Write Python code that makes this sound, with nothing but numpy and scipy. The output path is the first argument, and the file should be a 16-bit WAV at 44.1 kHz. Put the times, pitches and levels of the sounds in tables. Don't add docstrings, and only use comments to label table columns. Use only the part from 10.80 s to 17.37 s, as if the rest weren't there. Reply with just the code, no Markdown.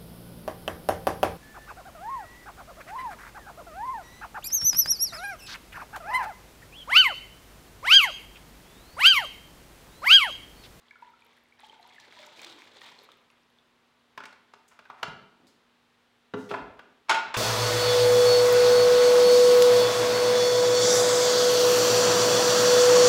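import sys
import numpy as np
from scipy import signal
from scipy.fft import rfft, irfft, next_fast_len
from scipy.io import wavfile

SR = 44100
rng = np.random.default_rng(int(sys.argv[2]) if len(sys.argv) > 2 else 0)


def unload_audio(sound):
    columns = np.transpose(np.atleast_2d(sound))
    steps = np.round(np.clip(columns, -1, 1) * 32767)
    wavfile.write(sys.argv[1], SR, steps.astype(np.int16))


N = 289737
TIME_S = np.arange(N) / SR
TOP_HZ = 15900

# (time [s], flow [dB re full])
MOP_FLOW = [(0, -17), (.15, -16.5), (.5, -15.5), (0.759, -32), (.8, -3), (.85, -7.5), (.95, -13.5),
            (1.1, -7.5), (1.2, -3.5), (1.32, -3), (1.64, 1.5), (1.96, -4.5), (2.04, 1), (2.2, -6.5),
            (2.4, -18), (2.9, -49)]
# (frequency [Hz], gain [dB])
SPLASH_EQ = [(450, -8.5), (900, 3.5), (1400, -1.5), (2200, 2.5), (2800, -4), (3800, 0.5), (5000, -11),
             (8000, -34)]
# (frequency [Hz], gain [dB])
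SPRAY_EQ = [(3500, 9.5), (5500, -3), (8000, -7), (10000, -16), (15000, -19)]
# (frequency [Hz], gain [dB])
CHURN_EQ = [(100, -11), (200, -11), (350, -4), (550, -0.5), (900, -20)]
# (time [s], pitch [Hz], level [dB])
BUBBLE_DROPS = [(.109, 2200, -41.5), (.111, 1670, -48.5), (.156, 1390, -48), (.223, 927, -39.5),
                (.336, 1322, -52), (.421, 2340, -52), (.723, 2230, -52), (.833, 854, -45),
                (.845, 3140, -45.5), (.897, 3100, -44), (.929, 883, -47.5), (.995, 716, -50.5),
                (1.028, 4030, -47.5), (1.049, 920, -49), (1.162, 1980, -47), (1.182, 1740, -44.5),
                (1.369, 950, -50), (1.392, 594, -48.5), (1.471, 902, -48.5), (1.593, 2408, -42),
                (1.65, 338, -54.5), (1.694, 331, -55.5), (1.745, 298, -57), (2.189, 4100, -45.5),
                (2.786, 3460, -54.5)]
# (time [s], pitch [Hz], level [dB])
SMACK_DROPS = [(1.2, 5070, -46.5), (1.3245, 2080, -43.5), (1.466, 5360, -45), (1.617, 6260, -41),
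               (1.6462, 4100, -33.5), (1.82, 2100, -42), (2.289, 1140, -40.5), (2.318, 3340, -43),
               (2.502, 2720, -49.5)]
# (frequency [Hz], gain [dB], T60 before added damping [s])
WALL_MODES = [(869, 2, 0.51), (898, 16, 0.28), (922, 4, 0.27), (1090, -17, 0.23), (1164, 11, 0.16),
              (1365, -8, 0.83), (1416, -7, 0.43), (1410, -4.5, 0.26), (1650, -30, 0.29), (2350, -5, 0.48),
              (2350, -58, 0.083), (2660, -6, 1), (3070, -6, 0.17), (3490, 1, 0.36), (5740, -32, 0.26)]
# (frequency [Hz], gain [dB], T60 before added damping [s])
BASE_MODES = [(111, -10, 0.23), (167, -13.5, 0.21), (208.5, -5, 0.14), (264.5, -8, 0.67), (332, -16, 0.68),
              (418.4, -3, 0.18), (497, -7.5, 0.18), (638, -4, 0.018)]
# (frequency [Hz], gain [dB])
RATTLE_EQ = [(100, -23.5), (300, -6.5), (650, 1), (900, 2.5), (1400, 5.5), (1900, 0), (3000, -2.5),
             (4500, -10), (6000, -15), (9000, -26), (15000, -48)]
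# (time [s], gain [dB], pitch [Hz], treble tilt [dB/oct])
SOCKET_KNOCKS = [(3.376, -30, 1000, -1), (3.403, -34.5, 1480, -4), (3.436, -37, 1870, 0.5),
                 (3.454, -39.5, 2250, 5.5), (3.526, -47.5, 1440, 3), (3.736, -42.5, 965, 1),
                 (3.99, -42.5, 1520, 0), (4.053, -45.5, 1510, -1.5), (4.1, -34.5, 1120, -4.5),
                 (4.229, -19.5, 1366, 0), (5.992, -38, 1576, -2.5)]
# (time [s], gain [dB], pitch [Hz], base boom [dB])
BASE_LANDINGS = [(5.537, -27, 442, 0), (5.711, -26, 620, -8.5), (5.738, -21.5, 973, -24)]
# (time [s], gain [dB], pitch [Hz], treble tilt [dB/oct])
HANDLE_BOUNCES = [(6.285, -38, 1110, -0.5), (6.294, -13.5, 906, 3), (6.309, -16, 1400, -0.5),
                  (6.343, -23, 2560, -1), (6.541, -23, 1020, 2.5), (6.565, -24.5, 2700, 1.5)]
# (time [s], rise [s], gain [dB], centre [Hz])
RUBS = [(3.879, 0.004, -61, 6700), (3.91, 0.01, -55, 1180), (4.08, .03, -59.5, 900),
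        (4.162, 0.029, -56.5, 960), (4.667, 0.011, -62.5, 4600), (5.558, 0.044, -64, 5300),
        (5.688, 0.011, -47, 2100), (5.704, 0.012, -36, 590)]
# (time [s], gain [dB], pitch [Hz])
FOOTFALLS = [(4.278, -40.5, 150), (4.599, -57.5, 212), (5.819, -48, 73.6), (6.475, -50, 131)]
# (time [s], gain [dB])
WATER_SWAYS = [(4.27, -52.5), (4.622, -66), (5.771, -49.5)]
# (frequency [Hz], T60 [s])
ROOM_DECAY = [(100, 0.59), (300, 0.87), (900, 0.64), (2500, 0.62), (5000, 0.5), (9000, 0.32), (15000, 0.26)]
# (delay [s], gain [dB])
EARLY_ECHOES = [(.006, -11.5), (.017, -15), (.037, -17.5), (.052, -11)]
# (frequency [Hz], gain [dB])
AIR_EQ = [(15, -63), (25, -22), (114, -13), (206, -15), (242, -12), (270, -13), (476, -11.5), (531, -12.5),
          (607, -14.5), (911, -12), (1160, -12.5), (2280, -16.5), (3620, -17.5), (5730, -28.5),
          (16000, -41.5)]
# (frequency [Hz], rms level [dB])
MOTOR_HUM = [(119.6, -100), (239.6, -75.5)]


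def wringing(spurt_db=4.0, spurt_s=0.012, spray_lag_s=0.035, churn_lag_s=0.084):
    times_s, levels_db = np.transpose(MOP_FLOW)
    flow_db = np.interp(TIME_S, times_s, levels_db)
    spray_flow_db = np.interp(TIME_S - spray_lag_s, times_s, levels_db)
    churn_flow_db = np.interp(TIME_S - churn_lag_s, times_s, levels_db)
    running = TIME_S < times_s[-1]
    knots_s = np.arange(0, times_s[-1], spurt_s)
    spurts = undb(spurt_db * np.interp(TIME_S, knots_s, rng.standard_normal(len(knots_s))))
    splash = colour(droplets(568, 7170, cycles=1.3, spread_db=2.5, count=5000), SPLASH_EQ)
    spray = colour(droplets(3300, 19000, cycles=0.31, spread_db=0, count=5000), SPRAY_EQ)
    churn = colour(droplets(104, 920, cycles=0.54, spread_db=4.5, count=1500), CHURN_EQ)
    plinks = colour(droplets(800, 3600, cycles=2.2, spread_db=2.5, count=300), SPLASH_EQ)
    ticks = droplets(5000, 14000, cycles=1.5, spread_db=3, count=130)
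    layers = ((splash, -58 + flow_db),
              (spray, -58 + 1.25 * spray_flow_db),
              (churn, -66 + churn_flow_db),
              (plinks, -63 + 0.52 * flow_db),
              (ticks, -78 + 0.41 * flow_db))
    return running * spurts * sum(x / np.std(x[running]) * undb(db) for x, db in layers)


def droplets(low_hz, high_hz, cycles, spread_db, count):
    out, end_s = np.zeros(N), MOP_FLOW[-1][0]
    for when, pitch, size, length in rng.random((count, 4)):
        hz = min(low_hz * (high_hz / low_hz) ** pitch, TOP_HZ)
        strength = undb(-spread_db * np.log(1 - 0.98 * size))
        rise_s = cycles * (0.2 + length) / hz
        add(out, when * end_s, strength * hz * bubble(hz, rise_s))
    return out


def plops(drops, rise_cycles, snap_db, snap_t60_s, burst_cycles=16):
    out, t = np.zeros(N), np.arange(SR // 100) / SR
    for start_s, hz, db in drops:
        tone = bubble(hz, rise_cycles / hz)
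        age = np.arange(len(tone)) * hz / SR / burst_cycles
        add(out, start_s, undb(db) * tone * np.exp(-age ** 6))
        impact = rng.standard_normal(len(t)) * fade(t, snap_t60_s)
        add(out, start_s, undb(db + snap_db) * band(impact, hz, skirt_db_oct=12.5))
    return out


def bubble(hz, rise_s, glide=0.01):
    t = np.arange(int(9 * rise_s * SR) + 2) / SR
    return swell(t, rise_s) * np.sin(2 * np.pi * hz * t * (1 + glide * t / rise_s / 2))


def bucket():
    knocks, landings, clatter, wire = np.zeros((4, N))
    for start_s, db, hz, tilt_db_oct in SOCKET_KNOCKS:
        knock = blow(hz, tilt_db_oct, wall_db=-29.5, base_db=-19,
                     rattle_t60_s=0.041, damping_t60_s=0.19, spot_db=7.5)
        add(knocks, start_s, undb(db) * knock)
        tick = swish(12000, rise_s=0.00074, skirt_db_oct=12)
        add(wire, start_s, undb(db - 27 + tilt_db_oct) * tick)
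    for start_s, db, hz, boom_db in BASE_LANDINGS:
        thud = blow(hz, tilt_db_oct=-5, wall_db=-32, base_db=boom_db,
                    rattle_t60_s=0.051, damping_t60_s=0.57)
        add(landings, start_s, undb(db) * thud)
    for start_s, db, hz, tilt_db_oct in HANDLE_BOUNCES:
        hit = blow(hz, tilt_db_oct, wall_db=-26.5, base_db=-35.5, rattle_t60_s=0.086, damping_t60_s=0.51)
        add(clatter, start_s, undb(db) * hit)
    room_send = undb(-7.5) * knocks + undb(-6) * (landings + clatter)
    return knocks + wire + landings + clatter, room_send


def blow(spot_hz, tilt_db_oct, wall_db, base_db, rattle_t60_s, damping_t60_s,
         spot_db=8, spot_width_oct=0.15, contact_s=0.0011, knee_hz=1300, low_cut_hz=120):
    t = np.arange(SR // 2) / SR
    rattle = colour(rng.standard_normal(len(t)) * fade(t, rattle_t60_s), RATTLE_EQ)
    rings = undb(wall_db) * ring(WALL_MODES, t) + undb(base_db) * ring(BASE_MODES, t)
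    attack = 1 - np.exp(-t / contact_s)
    body = (rattle + rings * fade(t, damping_t60_s)) * attack

    def contact_db(octave):
        treble_db = tilt_db_oct * np.maximum(octave - np.log2(knee_hz), 0)
        peak_db = spot_db * np.exp(-((octave - np.log2(spot_hz)) / spot_width_oct) ** 2)
        bass_db = 12 * np.minimum(octave - np.log2(low_cut_hz), 0)
        return treble_db + peak_db + bass_db

    return unit_rms(shape(body, contact_db)) * np.std(body)


def ring(modes, t):
    draws = rng.standard_normal((len(modes), 2))
    return sum(undb(db + 2 * jitter) * np.sign(polarity) * fade(t, t60_s) * np.sin(2 * np.pi * hz * t)
               for (hz, db, t60_s), (jitter, polarity) in zip(modes, draws))


def carrying():
    out = np.zeros(N)
    for start_s, rise_s, db, hz in RUBS:
        add(out, start_s, undb(db) * swish(hz, rise_s, skirt_db_oct=11.5))
    for start_s, db, hz in FOOTFALLS:
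        add(out, start_s, undb(db) * swish(hz, rise_s=0.0035, skirt_db_oct=8.5))
    for start_s, db in WATER_SWAYS:
        add(out, start_s, undb(db) * swish(hz=294, rise_s=0.022, skirt_db_oct=9.5))
    return out


def swish(hz, rise_s, skirt_db_oct, grit_db=3.5, grain_samples=32):
    t = np.arange(SR // 2) / SR
    grit = undb(grit_db * np.repeat(rng.standard_normal(len(t)), grain_samples)[:len(t)])
    grains = unit_rms(rng.standard_normal(len(t)) * grit)
    return band(grains * swell(t, rise_s), hz, skirt_db_oct)


def workshop(x, build_s=0.0083):
    t = np.arange(SR) / SR
    bands_hz, decays_s = np.transpose(ROOM_DECAY)
    spectrum, tail = rfft(rng.standard_normal(SR)), np.zeros(SR)
    for selector, t60_s in zip(np.eye(len(bands_hz)), decays_s):
        band_gain = np.interp(bin_octaves(SR), np.log2(bands_hz), selector)
        tail += irfft(spectrum * band_gain, SR) * fade(t, t60_s)
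    tail *= 1 - np.exp(-(t / build_s) ** 2)
    response = tail / np.linalg.norm(tail)
    for delay_s, db in EARLY_ECHOES:
        add(response, delay_s, undb([db]))
    return signal.fftconvolve(x, response)[:N]


def background(air_db=-67):
    air = undb(air_db) * unit_rms(colour(rng.standard_normal(N), AIR_EQ))
    hum = sum(np.sqrt(2) * undb(db) * np.sin(2 * np.pi * hz * TIME_S) for hz, db in MOTOR_HUM)
    return air + hum


def undb(db):
    return 10 ** (np.asarray(db) / 20)


def unit_rms(x):
    return x / np.sqrt(np.mean(x ** 2))


def add(out, start_s, x):
    i = int(start_s * SR)
    out[i:i + len(x)] += x[:max(len(out) - i, 0)]


def fade(t, t60_s):
    return np.exp(-np.log(1000) * t / t60_s)


def swell(t, rise_s):
    return t / rise_s * np.exp(1 - t / rise_s)


def bin_octaves(n):
    return np.log2(np.fft.rfftfreq(n, 1 / SR) + 1)


def shape(x, gain_db):
    n = next_fast_len(len(x), real=True) * 2
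    gain = undb(np.maximum(gain_db(bin_octaves(n)), -100))
    cepstrum = irfft(np.log(unit_rms(gain)), n)
    cepstrum[1:n // 2] *= 2
    cepstrum[n // 2 + 1:] = 0
    return irfft(rfft(x, n) * np.exp(rfft(cepstrum)), n)[:len(x)]


def band(x, hz, skirt_db_oct):
    return shape(x, lambda octave: -skirt_db_oct * abs(octave - np.log2(hz)))


def colour(x, points, skirt_db_oct=18):
    hz, db = np.transpose(points)
    knots_oct = np.log2(hz)
    return shape(x, lambda octave: np.interp(octave, knots_oct, db)
                 - skirt_db_oct * abs(octave - np.clip(octave, knots_oct[0], knots_oct[-1])))


def scene(water_send_db=-5, carry_send_db=-4, rim_hz=2600):
    water = wringing()
    water += plops(BUBBLE_DROPS, rise_cycles=4.26, snap_db=-9, snap_t60_s=0.0091)
    water += plops(SMACK_DROPS, rise_cycles=1, snap_db=-5.5, snap_t60_s=0.018)
    carry = carrying()
    knocks, knock_send = bucket()
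    water_send = signal.lfilter(*signal.butter(1, rim_hz, fs=SR), water)
    room = workshop(undb(water_send_db) * water_send + undb(carry_send_db) * carry + knock_send)
    return (water + carry + knocks + room + background())[None]


def record(dry):
    return signal.sosfilt(signal.ellip(10, 0.2, 70, TOP_HZ, fs=SR, output="sos"), dry)


dry = scene()
out = record(dry)
unload_audio(out)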